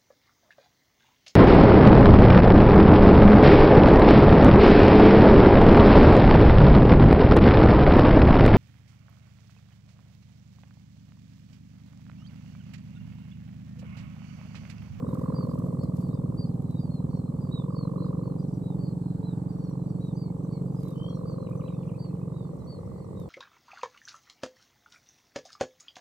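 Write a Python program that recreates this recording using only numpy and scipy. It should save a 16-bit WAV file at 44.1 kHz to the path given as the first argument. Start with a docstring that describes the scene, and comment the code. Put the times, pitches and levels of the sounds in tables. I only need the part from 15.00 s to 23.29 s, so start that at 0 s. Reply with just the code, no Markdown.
"""The ribbon of a bow hummer on a large kite flips over about twenty times a second, each flip a double thud:
two pressure pulses in quick succession. A farther ribbon whirrs in four unlike strokes of gliding tone and
turbulence, and distant ones merge into a drone of shaped noise. Small birds call in gliding sines, insects
and the hiss of the field are bands of noise, and grass beside the microphone is noise gated by contact."""
import sys
import numpy as np
from scipy import signal
from scipy.fft import rfft, irfft
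from scipy.io import wavfile

SR = 44100
rng = np.random.default_rng(int(sys.argv[2]) if len(sys.argv) > 2 else 0)


def wav_out(sig):
    """Save sig, one row per channel (or a flat mono array), as 16-bit PCM at SR to the path in sys.argv[1]."""
    wavfile.write(sys.argv[1], SR, np.round(np.clip(np.atleast_2d(sig).T, -1, 1) * 32767).astype(np.int16))


N = 365588

# Background. Levels of spectra are relative densities.
# airy hiss of the field: (frequency [Hz], density [dB])
AIR_SPECTRUM = [(1060, -24.5), (1800, -22.5), (2140, -2.5), (2600, -4.5), (3510, -4.5), (4310, -3),
                (5210, -6.5), (6710, -1), (7890, 3), (9280, -4), (10300, -10.5), (15500, -14)]
# correlation of the two channels in diffuse sound: (frequency [Hz], correlation [0-1])
CHANNEL_CORRELATION = [(60, 0.71), (200, 0.71), (350, 0.98), (550, 0.51), (800, 0), (15000, 0)]
# insects and the blur of distant birds: (centre [Hz], bandwidth [Hz], level [dB])
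CHORUS_BANDS = [(4300, 1300, -82), (7860, 580, -78), (9000, 730, -81)]
# soft swishes, at first and as the kite starts to roll:
# (time [s], half width [s], centre [Hz], bandwidth [Hz], level [dB])
SOFT_SWISHES = [(0.21, 0.29, 1240, 720, -64.5), (4.37, 0.5, 1300, 510, -69.5), (4.43, 0.29, 920, 320, -62)]
# swells of a thin buzz: (time [s], half width [s], level [dB])
BUZZ_SWELLS = [(.2, .2, -76), (.8, 0.36, -81), (7.1, 0.64, -80), (8.0, .33, -74)]
# distant drone and wind: (frequency [Hz], density [dB])
DRONE_SPECTRUM = [(25, -37), (38, -23), (50, -10), (65, -13), (90, -10.5), (125, -1.5), (190, -2.5),
                  (260, -10.5), (400, -12), (550, -15.5), (650, -22.5), (720, -25), (1150, -32),
                  (1600, -46.5), (2600, -57)]
# distant drone and wind: (time [s], drone level [dB], rumble level [dB])
DRONE_LEVELS = [(0, -38, -48), (2.1, -40.5, -43.5), (3.1, -39.5, -52), (4.3, -41, -49), (6.2, -40, -59.5),
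                (7.4, -41, -51), (8.29, -41, -43.5)]
# distant ribbons swelling out of the drone:
# (time [s], half width [s], centre [Hz], bandwidth [Hz], stroke rate [1/s], level [dB])
DISTANT_SWELLS = [(.6, 0.57, 628, 70, 18, -60), (1.55, 0.11, 775, 23.2, 38.8, -62),
                  (6.35, 0.23, 616, 60, 14.4, -59.5)]

# the nearer birds' arched, falling peeps: (time [s], length [s], top pitch [Hz], level [dB])
PEEP_NOTES = [(.05, 0.096, 3950, -73), (0.252, 0.098, 4400, -73), (0.338, 0.13, 4790, -58),
              (0.785, 0.093, 4540, -65.5), (0.994, 0.15, 4650, -73.5), (1.082, 0.14, 3860, -74),
              (1.371, 0.097, 4815, -54), (1.693, 0.069, 4090, -69.5), (1.75, .065, 3970, -62.5),
              (1.774, 0.14, 4820, -66.5), (1.899, 0.11, 4410, -62.5), (2.092, 0.15, 4560, -68),
              (2.252, 0.055, 4320, -71.5), (2.423, 0.14, 4760, -74), (2.512, 0.12, 3953, -51.5),
              (2.698, .15, 4920, -68.5), (2.749, 0.13, 4530, -57.5), (2.968, 0.14, 4150, -67.5),
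              (2.982, 0.14, 4430, -68), (3.22, .13, 4520, -72.5), (3.619, 0.14, 3990, -67.5),
              (3.779, 0.16, 4630, -64), (3.824, 0.12, 4820, -70), (4.014, 0.16, 4260, -73.5),
              (4.227, 0.12, 4100, -62.5), (4.587, 0.17, 4540, -69.5), (4.843, 0.21, 4640, -75.5),
              (5.003, 0.13, 4016, -62), (5.152, 0.15, 4790, -61), (5.232, .1, 2330, -75),
              (5.522, 0.094, 2310, -76), (5.813, 0.096, 2270, -76), (5.496, .11, 4660, -68),
              (5.516, 0.077, 4530, -66), (5.754, 0.1, 5090, -69), (5.834, .12, 4010, -66),
              (6.028, 0.23, 4500, -69.5), (6.09, 0.12, 4240, -72), (6.251, .12, 4710, -62),
              (6.371, 0.14, 4210, -70.5), (6.62, 0.16, 4020, -67.5), (6.75, 0.16, 3610, -78),
              (6.984, 0.12, 4710, -59.5), (7.327, 0.15, 3910, -69.5), (7.594, 0.053, 4180, -75),
              (7.667, 0.13, 4600, -59), (7.95, 0.13, 4650, -76), (8.15, 0.12, 3860, -70.5)]
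# every peep scoops up to its top and then sags; scoop and sag are shares of the top pitch
PEEP_SCOOP_S, PEEP_SCOOP, PEEP_SAG, PEEP_SAG_POWER = 0.011, 0.082, .135, 1.8
# short, nearly level pips: (time [s], pitch [Hz], level [dB])
PIP_NOTES = [(.49, 4860, -66.5), (0.811, 4950, -63.5), (1.13, 4860, -69), (2.405, 4900, -67.5),
             (3.045, 4920, -70), (3.385, 4880, -66.5), (4.486, 4760, -67.5), (1.455, 4970, -68),
             (5.14, 6150, -75), (5.43, 6200, -76), (5.72, 6150, -77), (6.3, 6200, -77), (6.565, 6150, -73),
             (6.85, 6200, -82)]
# runs of thin ticks, growing louder towards the last: (time [s], notes [count], level of the last [dB])
TICK_RUNS = [(2.10, 2, -71), (3.42, 3, -69.5), (4.52, 4, -68), (4.83, 2, -75), (5.0, 2, -77),
             (5.38, 1, -81), (5.52, 1, -78), (5.855, 6, -66), (6.41, 1, -82), (6.735, 1, -82),
             (6.87, 1, -79), (7.01, 2, -85), (7.19, 1, -88), (7.41, 5, -73.5), (7.795, 2, -78),
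             (7.98, 2, -77), (8.16, 2, -79)]
# a rising trill: (time [s], length [s], start [Hz], end [Hz], pulse rate [1/s], level [dB])
RISING_TRILL = (5.94, .195, 2990, 3280, 58, -57.5)
# scolding down-sweeps: (time [s], start pitch [Hz], level before the scold trim [dB])
SCOLD_SWEEPS = [(6.466, 3180, -62), (6.607, 3180, -61), (6.678, 3440, -58), (6.827, 3280, -62.5),
                (6.89, 3320, -63), (7.048, 3020, -68), (7.157, 3200, -73)]
SCOLD_S, SCOLD_FALL = 0.018, 0.38   # length of a sweep; share of the pitch that it drops
# the rising yips that answer each sweep: (time [s], top pitch [Hz], level before the scold trim [dB])
ANSWERING_YIPS = [(6.508, 2505, -65), (6.644, 2660, -68), (6.719, 2570, -66), (6.866, 2725, -65),
                  (6.933, 2610, -66), (7.083, 2650, -71), (7.199, 2560, -70)]

# grass brushing: (time of the middle [s], length [s], level before clumping [dB])
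GRASS_RUSTLES = [(0.137, 0.32, -65), (0.562, 0.63, -69), (.96, 0.066, -69), (1.005, .14, -64.5),
                 (1.083, 0.15, -70), (5.87, 0.34, -65.5), (6.562, .15, -78), (8.22, 0.084, -70)]
# stalks snapping: (time [s], level before the snap lift [dB])
STALK_SNAPS = [(0.589, -60), (0.836, -58.5), (1.5406, -68), (1.622, -60), (1.71, -61), (1.945, -64),
               (2.436, -70), (4.6972, -64), (5.6221, -63), (5.884, -59), (6.497, -61), (6.5586, -62),
               (8.199, -55.5)]
# grass: (frequency [Hz], density [dB])
GRASS_SPECTRUM = [(700, 11), (2000, -.5), (5000, 3.5), (9000, 3), (13000, 6), (15500, -5)]

# far ribbon: (time [s], swing rate [1/s])
FAR_SWING_RATE = [(0.0, 23.479), (3.35, 23.557), (3.95, 23.782), (5.5, 23.711), (6.0, 23.45), (8.3, 23.499)]
# its middle, rasp and the rasp's edge: (centre [Hz], steady-wind level before the whirr trim [dB],
# change in a full gust [dB], left-right balance [dB], right lag [ms], stroke length [ms], turbulence [share])
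FAR_WHIRR_BANDS = [(831, -60, -4.5, -10.5, 0.32, 14.41, 1), (1068, -61, 12, -9.5, -0.12, 14, 0.25),
                   (1303, -79, 14.5, 9.5, -0.28, 8.4, 0.39)]
# its four strokes, repeating every two swings: (place in the cycle [0-1], pitch [ratio],
# glide [share of pitch], rasp [dB], growl [dB], change after the roll [dB])
FAR_STROKES = [(.06, .9897, .32, 3.6, -2, -1), (.3139, 1.0492, -.305, 2.2, -1.5, 2.5),
               (.55, .9446, .1, 4.9, 2.5, -3), (.8137, 1.0931, .25, 2.3, -1, 1)]
# gusts and lulls (negative) that reach it: (time [s], half width [s], strength [share of a full gust])
WIND_GUSTS = [(.35, 0.54, 0.89), (1.2, 0.11, 0.37), (1.7, 0.26, -0.44), (2.97, 0.4, 0.73),
              (3.6, 0.18, -0.67), (4.25, 0.32, -1.27), (5.1, 0.25, -0.32), (6.35, 0.44, 0.68),
              (8.1, 0.33, 0.12)]
# its clean growl: (multiple of the stroke rate, relative level [dB])
GROWL_OVERTONES = [(8, -14), (9, -7), (10, -1), (11, 0), (12, -6), (13, -16)]
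# start and end of the kite's roll, which shifts the weight among the strokes: (start [s], end [s])
ROLL_SPAN = (4.4, 6.4)
# single strokes that it whips harder: (time [s], extra growl level [dB])
HARD_STROKES = [(.833, 6.5), (1.304, 0), (3.298, 4), (6.985, 4.5), (7.28, 4), (7.538, 9), (7.791, 8),
                (8.217, 5.5)]

# near ribbon, which jumps between a slow and a fast way of flipping: (time [s], flip rate [1/s])
NEAR_FLIP_RATE = [(0, 19.12), (.55, 20.11), (1.3, 19.7), (2, 20.22), (2.6, 19.99), (2.85, 22.4),
                  (3.35, 23.15), (3.7, 22.74), (4.15, 22.17), (4.5, 22.55), (4.9, 22.44), (5.5, 22.78),
                  (6, 22.42), (6.5, 21.96), (7.15, 22.4), (7.53, 22), (7.59, 19.7), (7.85, 18.9),
                  (7.97, 20.1), (8.3, 20.2)]
# near ribbon, fading and dulling as the kite climbs:
# (time [s], level [dB], sharpness: gain of the thud's upper part [dB])
NEAR_THUD_LEVEL = [(0, -30.5, 5), (1.4, -28.5, -1), (3.5, -31.5, 2.5), (5.6, -32.5, 0.5),
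                   (6.75, -32.5, -7.5), (7.53, -35.5, -4.5), (7.6, -41, 2), (7.75, -39.5, -5.5),
                   (8.29, -41.5, -11)]
# one thud: (frequency [Hz], slow-way relative level [dB], fast-way relative level [dB])
THUD_SPECTRA = [(30, -50.5, -49.5), (55, -22.5, -20.5), (77, -17, -14.5), (108, -0.5, -0.5), (142, 2, 2),
                (179, 3, 3.5), (188.8, 4.5, 4.5), (247.6, -1.5, -7), (283.3, -14, -10), (326, -15.5, -13.5),
                (406, -31, -22.5), (533, -34, -32.5), (696, -54.5, -55.5), (1400, -68.5, -70.5),
                (3000, -100, -99)]
FALTER_S, FALTER_DB = 7.58, 3.5   # from here on the near ribbon's level wavers; spread of the wavering

CUTOFF_HZ = 15600


def from_db(db):
    """Logarithmic measure: decibels to amplitude ratio."""
    return 10 ** (np.asarray(db) / 20)


def rms_one(x):
    """Normalisation: scale to unit mean power."""
    return x / np.sqrt(np.mean(x ** 2) + 1e-20)


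def in_time(rows):
    """Linear interpolation: each column of a time curve at every sample."""
    s, *columns = np.transpose(rows)
    return [np.interp(np.arange(N) / SR, s, column) for column in columns]


def at_hz(points, hz):
    """Interpolation of a spectrum on a logarithmic frequency axis."""
    points = np.array(points)
    return np.interp(np.log(np.maximum(hz, 1)), np.log(points[:, 0]), points[:, 1])


def band(x, hz, width_hz, order=2):
    """Band-pass filtering about a centre frequency."""
    edges = [hz - width_hz / 2, hz + width_hz / 2]
    return signal.sosfilt(signal.butter(order, edges, "band", fs=SR, output="sos"), x + 1e-18)


def drift(rate):
    """Slow random fluctuation: normal values, rate per second, joined by straight lines."""
    knots = rng.standard_normal(int(rate * N / SR) + 2)
    return np.interp(np.arange(N) * rate / SR, np.arange(len(knots)), knots)


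def bell(s, half_width_s, order=2):
    """Gaussian-like envelope of height 1 around time s; a higher order flattens its top."""
    return np.exp(-np.abs((np.arange(N) / SR - s) / half_width_s) ** order)


def delayed(x, lag_s):
    """Propagation delay, by fractional-sample interpolation."""
    return np.interp(np.arange(N) - lag_s * SR, np.arange(N), x)


def placed(x, pan_db, lag_s):
    """Level and time differences at two spaced microphones; the right one hears it lag_s later."""
    return np.array([x * from_db(pan_db / 2), delayed(x, lag_s) * from_db(-pan_db / 2)])


def add(out, s, sound):
    """Superposition: mix a short sound in at time s."""
    start = int(np.clip(s * SR, 0, N - 1))
    out[..., start:start + sound.shape[-1]] += sound[..., :N - start]


def diffuse(spectrum):
    """Diffuse field: shaped stereo noise whose channel correlation depends on frequency; rms 1."""
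    hz = np.arange(N // 2 + 1) * SR / N
    mid, side = rfft(rng.standard_normal((2, N)))
    alike = np.clip(at_hz(CHANNEL_CORRELATION, hz), -1, 1)
    channels = np.sqrt(1 + alike) * mid + np.sqrt(1 - alike) * side * [[1], [-1]]
    return rms_one(irfft(from_db(at_hz(spectrum, hz)) * channels, N))


def scattered(x, scatter_db, t60):
    """Scattering from grass and trees: convolution with exponentially decaying noise."""
    tail = rng.standard_normal((2, SR // 2)) * from_db(-60 * np.arange(SR // 2) / SR / t60)
    tail /= np.sqrt(np.sum(tail[0] ** 2))
    return x + from_db(scatter_db) * signal.fftconvolve(x, tail, axes=1)[:, :N]


def beats(rate, start_turn):
    """Phase accumulation: the moments at which a vibration completes a cycle."""
    turns = np.cumsum(rate) / SR - start_turn
    return np.flatnonzero(np.diff(np.floor(turns))) / SR


def kicks(times, jitter_s, uneven_db):
    """Impulsive excitation: a click at each time, slightly uneven in moment and strength."""
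    late, strong = rng.standard_normal((2, 1000))[:, :len(times)]
    out = np.zeros(N)
    index = np.clip(((times + jitter_s * late) * SR).astype(int), 0, N - 1)
    out[index] = from_db(uneven_db * strong)
    return out


def field(air_db=-74, buzz_hz=1980):
    """Band-limited noise: airy hiss, gently wavering insects, soft swishes, and a thin buzz that comes and goes."""
    out = from_db(air_db) * diffuse(AIR_SPECTRUM)
    for hz, width_hz, level_db in CHORUS_BANDS:
        insects = rms_one(band(rng.standard_normal((2, N)), hz, width_hz))
        out += from_db(level_db + 2.0 * drift(7.3)) * insects
    for s, half_width_s, hz, width_hz, level_db in SOFT_SWISHES:
        swish = rms_one(band(rng.standard_normal((2, N)), hz, width_hz))
        out += from_db(level_db) * bell(s, half_width_s) * swish
    buzz_gain = sum(from_db(level_db) * bell(s, half_width_s) for s, half_width_s, level_db in BUZZ_SWELLS)
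    return out + buzz_gain * rms_one(band(rng.standard_normal((2, N)), buzz_hz, 260))


def distant_hummers(line_hz=448, line_db=-56, line_s=6.2, line_half_width_s=3.2, rumble_hz=100):
    """Incoherent summation: a faint note and a few swells over a wavering drone and a wind rumble."""
    drone_db, rumble_db = in_time(DRONE_LEVELS)
    line_gain = from_db(line_db + 2 * drift(4)) * bell(line_s, line_half_width_s)
    line_phase = 2 * np.pi * np.cumsum(line_hz * (1 + 0.008 * drift(5.5))) / SR
    out = line_gain * rms_one(np.sin(line_phase))
    for s, half_width_s, hz, width_hz, stroke_rate, level_db in DISTANT_SWELLS:
        times = beats(stroke_rate * (1 + 0.0037 * drift(1.97)), 0)
        strokes = kicks(times, jitter_s=.0001, uneven_db=2.5)
        out += from_db(level_db) * bell(s, half_width_s) * rms_one(band(strokes, hz, width_hz))
    rumble = from_db(rumble_db) * rms_one(band(rng.standard_normal(N), rumble_hz, 70, order=3))
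    drone = diffuse(DRONE_SPECTRUM) * from_db(drone_db + 1.0 * drift(9.2))
    return (out + rumble + drone) * from_db([[-.2], [1.2]])   # a little stronger on the right


def whistle(length_s, contour_hz, level_db, waver=0.015, waver_hz=170):
    """Frequency modulation: an unsteady sine glides through evenly spaced pitches, from its own direction."""
    u = np.linspace(0, 1, int(length_s * SR))
    chance = rng.standard_normal(64)
    shake = np.interp(u * length_s * waver_hz, np.arange(len(chance)), chance)
    hz = np.interp(u, np.linspace(0, 1, len(contour_hz)), contour_hz) * (1 + waver * shake)
    swell = np.maximum(np.sin(np.pi * u ** 0.68), 0) * from_db(level_db + 2.56 * shake)
    phase = 2 * np.pi * np.cumsum(hz) / SR
    right_phase = phase + np.pi / 2 * np.tanh(2 * chance[-1])
    balance = from_db(chance[-2] * np.array([[1.5], [-1.5]]))
    return np.sqrt(2) * swell * np.array([np.sin(phase), np.sin(right_phase)]) * balance


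def peep(length_s, top_hz, level_db, size=48):
    """Pitch contour: a slight scoop up to the top, then a warbling, ever steeper fall."""
    u = np.linspace(0, 1, size)
    turn = rng.random()
    warble = .007 * np.sin(2 * np.pi * (30 * u * length_s + turn))   # 30 Hz
    arch = 1 - PEEP_SCOOP * np.exp(-u * length_s / PEEP_SCOOP_S) - PEEP_SAG * u ** PEEP_SAG_POWER
    return whistle(length_s, top_hz * (arch + warble), level_db, waver=.005)


def far_flock(count=56, flock_db=-83, spread_db=4, low_hz=4050, high_hz=4850, length_s=0.13):
    """Multiple scattering: peeps from farther off are drawn out and blurred by strong diffuse echo."""
    out = np.zeros((2, N))
    for k, (when, pitch, loud) in enumerate(rng.random((count, 3))):
        top_hz = low_hz + (high_hz - low_hz) * pitch
        level_db = flock_db + spread_db * (loud - .5)
        add(out, (k + when) / count * N / SR, peep(length_s, top_hz, level_db))
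    return scattered(out, scatter_db=-0.5, t60=0.18)


def scolding(yip_s=0.035, scold_db=-2.0):
    """Opposed frequency sweeps: one bird's steep down-sweeps, each answered by a rising yip."""
    out = np.zeros((2, N))
    for s, start_hz, level_db in SCOLD_SWEEPS:
        add(out, s, whistle(SCOLD_S, start_hz * (1 - SCOLD_FALL * np.array([0, .65, 1])), level_db))
    for s, top_hz, level_db in ANSWERING_YIPS:
        fall = whistle(yip_s, top_hz * np.array([.94, 1, .97, .86, .76]), level_db)
        add(out, s, fall[:, ::-1])   # reversed, so it rises
    return from_db(scold_db) * scattered(out, scatter_db=-6.5, t60=.26)


def birds(tick_gap_s=.058, tick_growth_db=3.0, scatter_db=-9, scatter_t60=0.18, echo_s=.021, echo_db=-13):
    """Direct sound, one echo and scatter: peeps, pips, ticks, scolding and an amplitude-modulated trill."""
    out = scolding()
    for s, length_s, top_hz, level_db in PEEP_NOTES:
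        add(out, s, peep(length_s, top_hz, level_db))
    for s, hz, level_db in PIP_NOTES:
        add(out, s, whistle(0.041, [.98 * hz, hz, 0.92 * hz], level_db, waver=.004))
    for s, notes, last_db in TICK_RUNS:
        notes = round(notes)
        for k in range(notes):
            level_db = last_db - tick_growth_db * (notes - 1 - k)
            add(out, s + k * tick_gap_s, whistle(0.032, [5880, 5500], level_db, waver=0.0031))
    s, length_s, start_hz, end_hz, pulse_hz, level_db = RISING_TRILL
    # reversed, so it swells slowly and stops quickly
    trill = whistle(length_s, [end_hz, start_hz], level_db, waver=0.0075)[:, ::-1]
    pulses = 1 + .8 * np.sin(2 * np.pi * pulse_hz * np.arange(trill.shape[1]) / SR)
    add(out, s, trill * pulses)
    out = out + from_db(echo_db) * np.array([delayed(side, echo_s) for side in out])
    return scattered(out, scatter_db, scatter_t60)


def grass(clump_db=4.5, snap_s=0.0016, snap_db=6.0):
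    """Friction noise: grainy contact gates the brushing of blades; snapping stalks decay exponentially."""
    contact = np.zeros(N)
    for s, length_s, level_db in GRASS_RUSTLES:
        add(contact, s - length_s / 2, from_db(level_db) * signal.windows.hann(int(length_s * SR)))
    contact *= from_db(clump_db * drift(130))
    contact *= rms_one(from_db(5 * drift(2200)))   # fine grain
    for s, level_db in STALK_SNAPS:
        decay = np.exp(-np.arange(SR // 40) / SR / snap_s)
        add(contact, s, from_db(level_db + snap_db) * decay)
    return contact * diffuse(GRASS_SPECTRUM)


def twirl(hz, glide, length_ms):
    """Tone burst: the ribbon spins through one stroke, a short gliding tone that swells and fades."""
    u = np.linspace(-.5, .5, int(length_ms * SR / 10 ** 3))
    return np.cos(np.pi * u) ** 2 * np.sin(2 * np.pi * np.cumsum(hz * (1 + glide * u)) / SR)


def far_growl(rate, wind, rolled, jolt_db, growl_db=-51.0, gust_db=10, waver_db=1.2):
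    """Harmonic series: the far ribbon's low, clean overtones, weighted in turn by each of the four strokes."""
    turns = np.cumsum(rate / 2) / SR   # one turn is two swings
    place, _, _, _, stroke_db, roll_db = np.transpose(FAR_STROKES)
    roll_change_db = rolled * np.interp(turns, place, roll_db, period=1)
    weight_db = np.interp(turns, place, stroke_db, period=1) + roll_change_db
    stroke_phase = 2 * np.pi * len(FAR_STROKES) * (turns - place[0])
    tone = sum(from_db(level_db + waver_db * drift(3.1)) * np.cos(k * stroke_phase)
               for k, level_db in GROWL_OVERTONES)
    level_db = growl_db + gust_db * wind + jolt_db
    return placed(rms_one(tone * from_db(weight_db)) * from_db(level_db), pan_db=5, lag_s=0.00047)


def far_hummer(whirr_db=-2.0, waver_db=1.44):
    """Periodic tone bursts with turbulence: four strokes in turn; gusts feed growl and rasp, lulls the middle."""
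    rate, = in_time(FAR_SWING_RATE)
    wind = sum(strength * bell(s, half_width_s, order=3) for s, half_width_s, strength in WIND_GUSTS)
    rolled = np.interp(np.arange(N) / SR, ROLL_SPAN, [0, 1])
    jolt_db = sum(extra_db * bell(s, .012, order=4) for s, extra_db in HARD_STROKES)
    puff = signal.windows.hann(SR // 100)   # 10 ms of turbulence per stroke
    out = far_growl(rate, wind, rolled, jolt_db)
    for hz, steady_db, gust_db, pan_db, lag_ms, length_ms, rough in FAR_WHIRR_BANDS:
        tone, air = 0, 0
        for place, ratio, glide, stroke_db, _, roll_db in FAR_STROKES:
            clicks = kicks(beats(rate / 2, place), jitter_s=.00003, uneven_db=1.4)
            strokes = from_db(stroke_db + roll_db * rolled) * clicks
            tone = tone + signal.fftconvolve(strokes, twirl(hz * ratio, glide, length_ms), "same")
            air = air + signal.fftconvolve(strokes, puff, "same")
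        turbulence = rms_one(band(air * rng.standard_normal(N), hz, 0.29 * hz))
        whirl = rms_one(tone) + rough * turbulence
        level_db = whirr_db + steady_db + gust_db * wind + waver_db * drift(5.4)
        out = out + placed(rms_one(whirl) * from_db(level_db), pan_db, lag_ms / 10 ** 3)
    return out


def pull_and_push(spectrum, size=4096):
    """Antisymmetric pulse of given spectrum: suction first, then an equal push."""
    gain = from_db(at_hz(spectrum, np.arange(size // 2 + 1) * SR / size))
    return np.roll(irfft(-1j * gain), size // 2)


def near_hummer(second_db=0.0, echo_s=0.01039, echo_db=-17, late_s=0.02163, late_db=-20, edge_hz=215):
    """Paired impulsive radiation: the ribbon snaps over twice on every flip; two faint reflections follow."""
    rate, = in_time(NEAR_FLIP_RATE)
    flips = beats(rate, .6)
    level_db, sharp_db = in_time(NEAR_THUD_LEVEL)
    level_db = level_db + FALTER_DB * (np.arange(N) / SR > FALTER_S) * drift(20)
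    apart_s = np.interp(flips, [2.6, 2.85], [.0072, .0069])   # the pair closes up slightly
    first = kicks(flips, jitter_s=.00005, uneven_db=.6)
    second = kicks(flips + apart_s, jitter_s=.00005, uneven_db=.6)
    snaps = first + from_db(second_db) * second
    fast = np.clip((rate - 20.2) / 2, 0, 1)   # 0 in the slow way of flipping, 1 in the fast
    slow_thud, fast_thud = (pull_and_push(np.array(THUD_SPECTRA)[:, [0, k]]) for k in (1, 2))
    slow_thuds = signal.fftconvolve(snaps * (1 - fast), slow_thud, "same")
    thuds = slow_thuds + signal.fftconvolve(snaps * fast, fast_thud, "same")
    # a harder snap is richer in overtones
    edge = signal.sosfiltfilt(signal.butter(3, edge_hz, "high", fs=SR, output="sos"), thuds)
    thuds = thuds + (from_db(sharp_db) - 1) * edge
    thuds = thuds + from_db(echo_db) * delayed(thuds, echo_s) + from_db(late_db) * delayed(thuds, late_s)
    return placed(rms_one(thuds) * from_db(level_db), pan_db=-1.5, lag_s=-.00018)


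def scene():
    """Superposition: hummers overhead, the living field all around."""
    return near_hummer() + far_hummer() + distant_hummers() + birds() + far_flock() + field() + grass()


def record(dry):
    """Low-pass filtering: the top is cut steeply."""
    return signal.sosfilt(signal.ellip(12, .1, 90, CUTOFF_HZ, fs=SR, output="sos"), dry)


dry = scene()
out = record(dry)
wav_out(out)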